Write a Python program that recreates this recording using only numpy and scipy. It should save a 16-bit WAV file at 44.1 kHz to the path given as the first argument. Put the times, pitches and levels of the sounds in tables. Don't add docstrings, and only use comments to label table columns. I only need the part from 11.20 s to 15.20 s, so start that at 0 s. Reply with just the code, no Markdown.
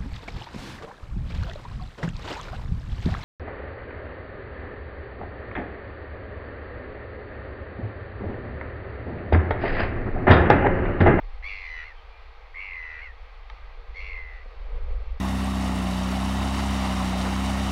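import sys
import numpy as np
from scipy import signal
from scipy.fft import rfft, irfft
from scipy.io import wavfile
from scipy.ndimage import uniform_filter1d

SR = 44100
rng = np.random.default_rng(int(sys.argv[2]) if len(sys.argv) > 2 else 0)


def digitize_waveform(pressure):
    field = np.atleast_2d(pressure).T
    bounded = np.clip(field, -1, 1)
    quanta = np.round(bounded * 32767).astype(np.int16)
    wavfile.write(sys.argv[1], SR, quanta)


N = 176400


def amp(db):
    return 10 ** (np.asarray(db) / 20)


def unit(x):
    return x / np.sqrt(np.mean(x ** 2) + 1e-20)


def ramp(x):
    return np.sin(np.pi / 2 * np.clip(x, 0, 1)) ** 2


def add(mix, start_s, sound):
    part = mix[max(round(start_s * SR), 0):][:len(sound)]
    part += sound[:len(part)]


def colour(x, spectrum):
    hz, db = np.transpose(spectrum)
    gain = amp(np.interp(np.log(np.fft.rfftfreq(N, 1 / SR) + 1), np.log(hz + 1), db))
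    return irfft(rfft(x, N) * gain, N)[:len(x)]


def noise(spectrum):
    return unit(colour(rng.standard_normal(N), spectrum))


def wander(hz):
    lowpass = np.exp(-(np.fft.rfftfreq(N, 1 / SR) / hz) ** 2)
    return unit(irfft(rfft(rng.standard_normal(N)) * lowpass, N))


def wind():
    # time_s, level_db
    rumble_levels = [(0.0, -34), (0.12, -33), (0.29, -39.5), (0.77, -44), (1.21, -46.5), (2.2, -42),
                     (2.6, -39.5), (2.91, -35.5), (3.24, -41.5), (3.42, -34), (3.53, -28.5), (3.79, -25),
                     (3.85, -34), (3.93, -27), (4.0, -39)]
    rush_levels = [(0, -64), (.5, -69.5), (2.3, -70.5), (2.6, -61), (2.95, -56.5), (3.15, -63), (3.4, -56),
                   (3.58, -51.5), (3.8, -52.5), (3.9, -60.5), (4, -56)]
    # freq_hz, gain_db
    rumble_spectrum = [(10, -10), (20, -4.5), (30, -2), (45, -7), (60, -10.5), (80, -27.5), (100, -37),
                       (130, -48.5), (200, -48.5), (300, -68), (1000, -88.5), (6000, -130)]
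    rush_spectrum = [(100, -22), (250, -31), (360, -6), (480, 3), (700, -10.5), (1200, -11), (2000, -28),
                     (5000, -47.5), (9000, -64.5)]
    hiss_spectrum = [(76, -57.5), (130, -24), (158, -16), (210, -26.5), (289, -20), (329, -14),
                     (425, -10.5), (468, -3), (595, -6), (819, -1), (859, -2.5), (992, -4), (1240, 0),
                     (1430, -10.5), (1580, -4), (1770, -10.5), (1910, -4.5), (2280, -5.5), (2810, -11.5),
                     (2990, -13.5), (3300, -13), (4060, -17), (4400, -15), (4760, -22), (5960, -31.5),
                     (7400, -42.5), (10000, -49), (15500, -49.5)]
    drone_spectrum = [(20, -6), (45, -0.5), (62, 0), (82, -12.5), (100, -20), (130, -34), (300, -70)]
    # pitch_hz, level_db
    air_tones = [(457, -66), (799, -66.5)]
    t = np.arange(N) / SR
    buffet = noise(rumble_spectrum)
    buffet /= np.sqrt(uniform_filter1d(buffet ** 2, size=SR // 6))
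    rumble = amp(np.interp(t, *np.transpose(rumble_levels))) * buffet
    rush = amp(np.interp(t, *np.transpose(rush_levels)) + 1.1 * wander(24)) * noise(rush_spectrum)
    hiss = amp(-53.5 + .5 * wander(8.7)) * noise(hiss_spectrum)
    tones = sum(amp(db) * np.sin(2 * np.pi * hz * t + 0.58 * wander(7.5)) for hz, db in air_tones)
    drone = amp(-51) * noise(drone_spectrum)
    return rumble + drone + rush + hiss + tones


def whistle(phase, growth, gate):
    # pitch_ratio, level_db
    side_tones = [(0.72, -14.5), (1.321, -15.5)]
    # freq_hz, gain_db
    passband = [(2400, -0.5), (2500, -3.5), (2680, 4), (2880, -1), (3100, -14)]
    tone = np.sin(phase) + amp(-20.5) * (1 - .6 * growth) * np.sin(phase / 2)
    tone += growth * sum(amp(db) * np.sin(ratio * phase) for ratio, db in side_tones)
    return colour(gate * tone, passband)


def throat_ring(phase, gate):
    # pitch_ratio, level_db
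    overtones = [(1.5, -19), (2, -21.5), (2.5, -37), (3, -27)]
    # freq_hz, gain_db
    resonances = [(1700, -43), (2600, -6), (2950, -3), (3110, -17.5), (3350, 0), (3700, -7.5), (4080, -4.5),
                  (4380, 0.5), (4780, -5), (5030, -6), (5300, -22.5), (5560, -1), (5750, -13.5),
                  (5980, -11.5), (6250, -20.5), (6580, -23.5), (7300, -33), (15000, -49)]
    buzz = sum(amp(db) * np.sin(ratio * phase) for ratio, db in overtones)
    air = amp(-18.5) * rng.standard_normal(len(phase))
    return colour(gate * (buzz + air), resonances)


def albatross_call(curve, flick_s, rasp_s, rasp_hz, ring_db):
    # freq_hz, gain_db
    breath_spectrum = [(300, -32), (700, -15.5), (1150, -3), (1450, -6), (1600, -5), (2650, 6.5),
                       (3200, -21), (5000, -31.5), (7200, -44), (15000, -66)]
    when, *columns = np.transpose(curve)
    t = np.arange(when[0], when[-1], 1 / SR)
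    pitch_hz, pulse_hz, level_db = (np.interp(t, when, column) for column in columns)
    cycles = np.cumsum(pulse_hz) / SR
    pulse, u = cycles.astype(int), cycles % 1
    flick_draw, rate_draw, phase_draw, level_draw = rng.standard_normal((N // 1000, 4))[pulse].T
    rasp_start, rasp_full = rasp_s
    hoarse_s, flick_rise, rasp_depth = .035, .27, .46

    middle_s = t + (.5 - u) / pulse_hz
    flicking = (middle_s > flick_s[0]) & (middle_s < np.where(pulse % 2, rasp_start, flick_s[1]))
    flick = flicking * (1 + 0.16 * flick_draw)
    bend = flick_rise * np.exp(-((u - 0.62) / 0.13) ** 2) - 0.0084
    flick_fade = amp(-6 * flick * (ramp((u - .38) / 0.27) + ramp((u - .6) / 0.19)))

    hoarse = np.exp(-(2 * (t - rasp_full) / hoarse_s) ** 2) + 1 - ramp((t - when[0]) / hoarse_s)
    jitter = (0.0071 + 0.052 * hoarse) * wander(680)[:len(t)]
    turns = np.cumsum(pitch_hz * (1 + flick * bend + jitter)) / SR
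    turns -= np.interp(pulse, cycles, turns)

    growth = np.clip((t - rasp_start) / (rasp_full - rasp_start), 0, 1)
    rasp = (0.09 + 0.91 * growth ** 2) * (1 - 0.82 * ramp((t - rasp_full) / hoarse_s))
    shake_hz = (495 + (rasp_hz - 495) * growth) * (1 + .18 * rate_draw)
    shake = 2 * np.pi * shake_hz * (u - 0.33) / pulse_hz
    phase = 2 * np.pi * turns + rasp * (0.083 * np.sin(shake) + 0.74 * phase_draw)

    gate = ramp(u / 0.19) * ramp((0.96 - u) / 0.36) * amp(0.5 * u + 0.63 * level_draw)
    gate *= (1 + rasp_depth * rasp * np.cos(shake)) / (1 + 0.85 * rasp_depth * rasp)
    ring_gain = amp(np.interp(t, [when[0], when[-1]], ring_db))
    voice = whistle(phase, growth, gate * flick_fade) + throat_ring(phase, gate * ring_gain)
    breath = gate * amp(-21.5) * noise(breath_spectrum)[:len(t)]
    return when[0], amp(level_db) * (voice + breath) * ramp((when[-1] - t) / 0.0074)


def slope_echoes(x):
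    # delay_s, gain
    echoes = [(.0017, .17), (.0031, -.12), (.0054, .07)]
    out = x.copy()
    for delay_s, gain in echoes:
        add(out, delay_s, gain * x)
    t = np.arange(SR // 2) / SR
    t60_s = 0.13
    tail = rng.standard_normal(len(t)) * amp(-60 * t / t60_s) * ramp(t / 0.0023)
    return out + amp(-15) * signal.fftconvolve(x, tail / np.linalg.norm(tail))[:N]


def distant_bird(length_s, first_hz, last_hz, level_db):
    u = np.arange(0, 1, 1 / (length_s * SR))
    hz = (first_hz + (last_hz - first_hz) * u) * (1 + .035 * wander(407)[:len(u)])
    return amp(level_db) * np.sin(np.pi * u) * np.sin(2 * np.pi * np.cumsum(hz) / SR)


def clack():
    # freq_hz, level_db, t60_s
    modes = [(880, -1, 0.08), (1250, 1.5, 0.031), (1810, 4, 0.0094), (2150, 3, 0.018), (3120, -4, 0.016),
             (3680, -0.5, 0.012), (4530, -14, .009), (5700, -9, .007)]
    t = np.arange(0, .08, 1 / SR)
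    ring = sum(amp(db - 60 * t / t60) * np.sin(2 * np.pi * hz * t) for hz, db, t60 in modes)
    return signal.sosfilt(signal.butter(7, (620, 5400), "bandpass", fs=SR, output="sos"), ring)


def housing_thud(level_db, t60_s):
    # freq_hz, gain_db
    spectrum = [(60, 2), (140, 0.5), (280, -1.5), (360, -3), (500, 5.5), (700, -16.5), (2000, -59)]
    t = np.arange(0, .2, 1 / SR)
    return amp(level_db - 60 * t / t60_s) * ramp(t / 0.0015) * noise(spectrum)[:len(t)]


def scene():
    # time_s, pitch_hz, pulse_hz, level_db
    first = [(0.225, 2020, 130, -41), (0.236, 2105, 130, -38), (0.243, 2130, 102, -29.5),
             (0.28, 2338, 92.7, -30.5), (0.32, 2150, 102, -29.5), (0.4, 2140, 95, -33),
             (0.48, 2026, 77.6, -31.5), (0.56, 1987, 79.8, -30.5), (0.635, 1933, 80.8, -31.5),
             (0.662, 2193, 74, -37), (0.705, 1982, 79, -40), (0.73, 1730, 67, -47)]
    second = [(1.343, 1870, 77.4, -39.5), (1.354, 2110, 81.5, -36.5), (1.36, 2115, 82.4, -32.5),
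              (1.4, 2206, 93.6, -29), (1.45, 2190, 98, -30), (1.53, 2090, 87.3, -30.5),
              (1.6, 2006, 81.46, -30.5), (1.72, 1975, 78.6, -31.5), (1.805, 1953, 78.9, -33),
              (1.835, 2220, 75.8, -35), (1.875, 2000, 64.8, -36), (1.925, 1760, 59, -49.5)]
    third = [(2.742, 1970, 75.3, -46.5), (2.765, 2200, 83.8, -34), (2.795, 2152, 92.75, -32.5),
             (2.84, 2195, 99.3, -34), (2.93, 2134, 88.05, -31.5), (2.99, 2050, 83.4, -33),
             (3.06, 2020, 79.7, -38.5), (3.15, 1980, 79.5, -40), (3.19, 1956, 76, -42),
             (3.24, 2050, 77, -48)]
    # start_s, length_s, first_hz, last_hz, level_db
    far_notes = [(0.732, 0.0964, 3260, 3090, -62), (0.893, 0.12, 2384, 2395, -56.5)]
    # start_s, level_db, t60_s
    thuds = [(3.259, -44, 0.044), (3.525, -49.5, 0.24), (3.836, -55, .08)]
    mix = np.zeros(N)
    add(mix, *albatross_call(first, (.281, .465), (.5, .645), rasp_hz=320, ring_db=(1.5, 2.1)))
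    add(mix, *albatross_call(second, (1.401, 1.505), (1.565, 1.805), rasp_hz=380, ring_db=(-11.5, -3)))
    add(mix, *albatross_call(third, (2.803, 2.89), (2.965, 3.27), rasp_hz=300, ring_db=(5.7, -21)))
    add(mix, 2.2998, amp(-40.5) * clack())
    for start_s, *note in far_notes:
        add(mix, start_s, distant_bird(*note))
    for start_s, level_db, t60_s in thuds:
        add(mix, start_s, housing_thud(level_db, t60_s))
    return (slope_echoes(mix) + wind())[None]


def record(dry):
    lowpass = signal.firwin(511, 15750, window=("kaiser", 9), fs=SR)
    return signal.oaconvolve(dry, lowpass[None], "same")


dry = scene()
out = record(dry)
digitize_waveform(out)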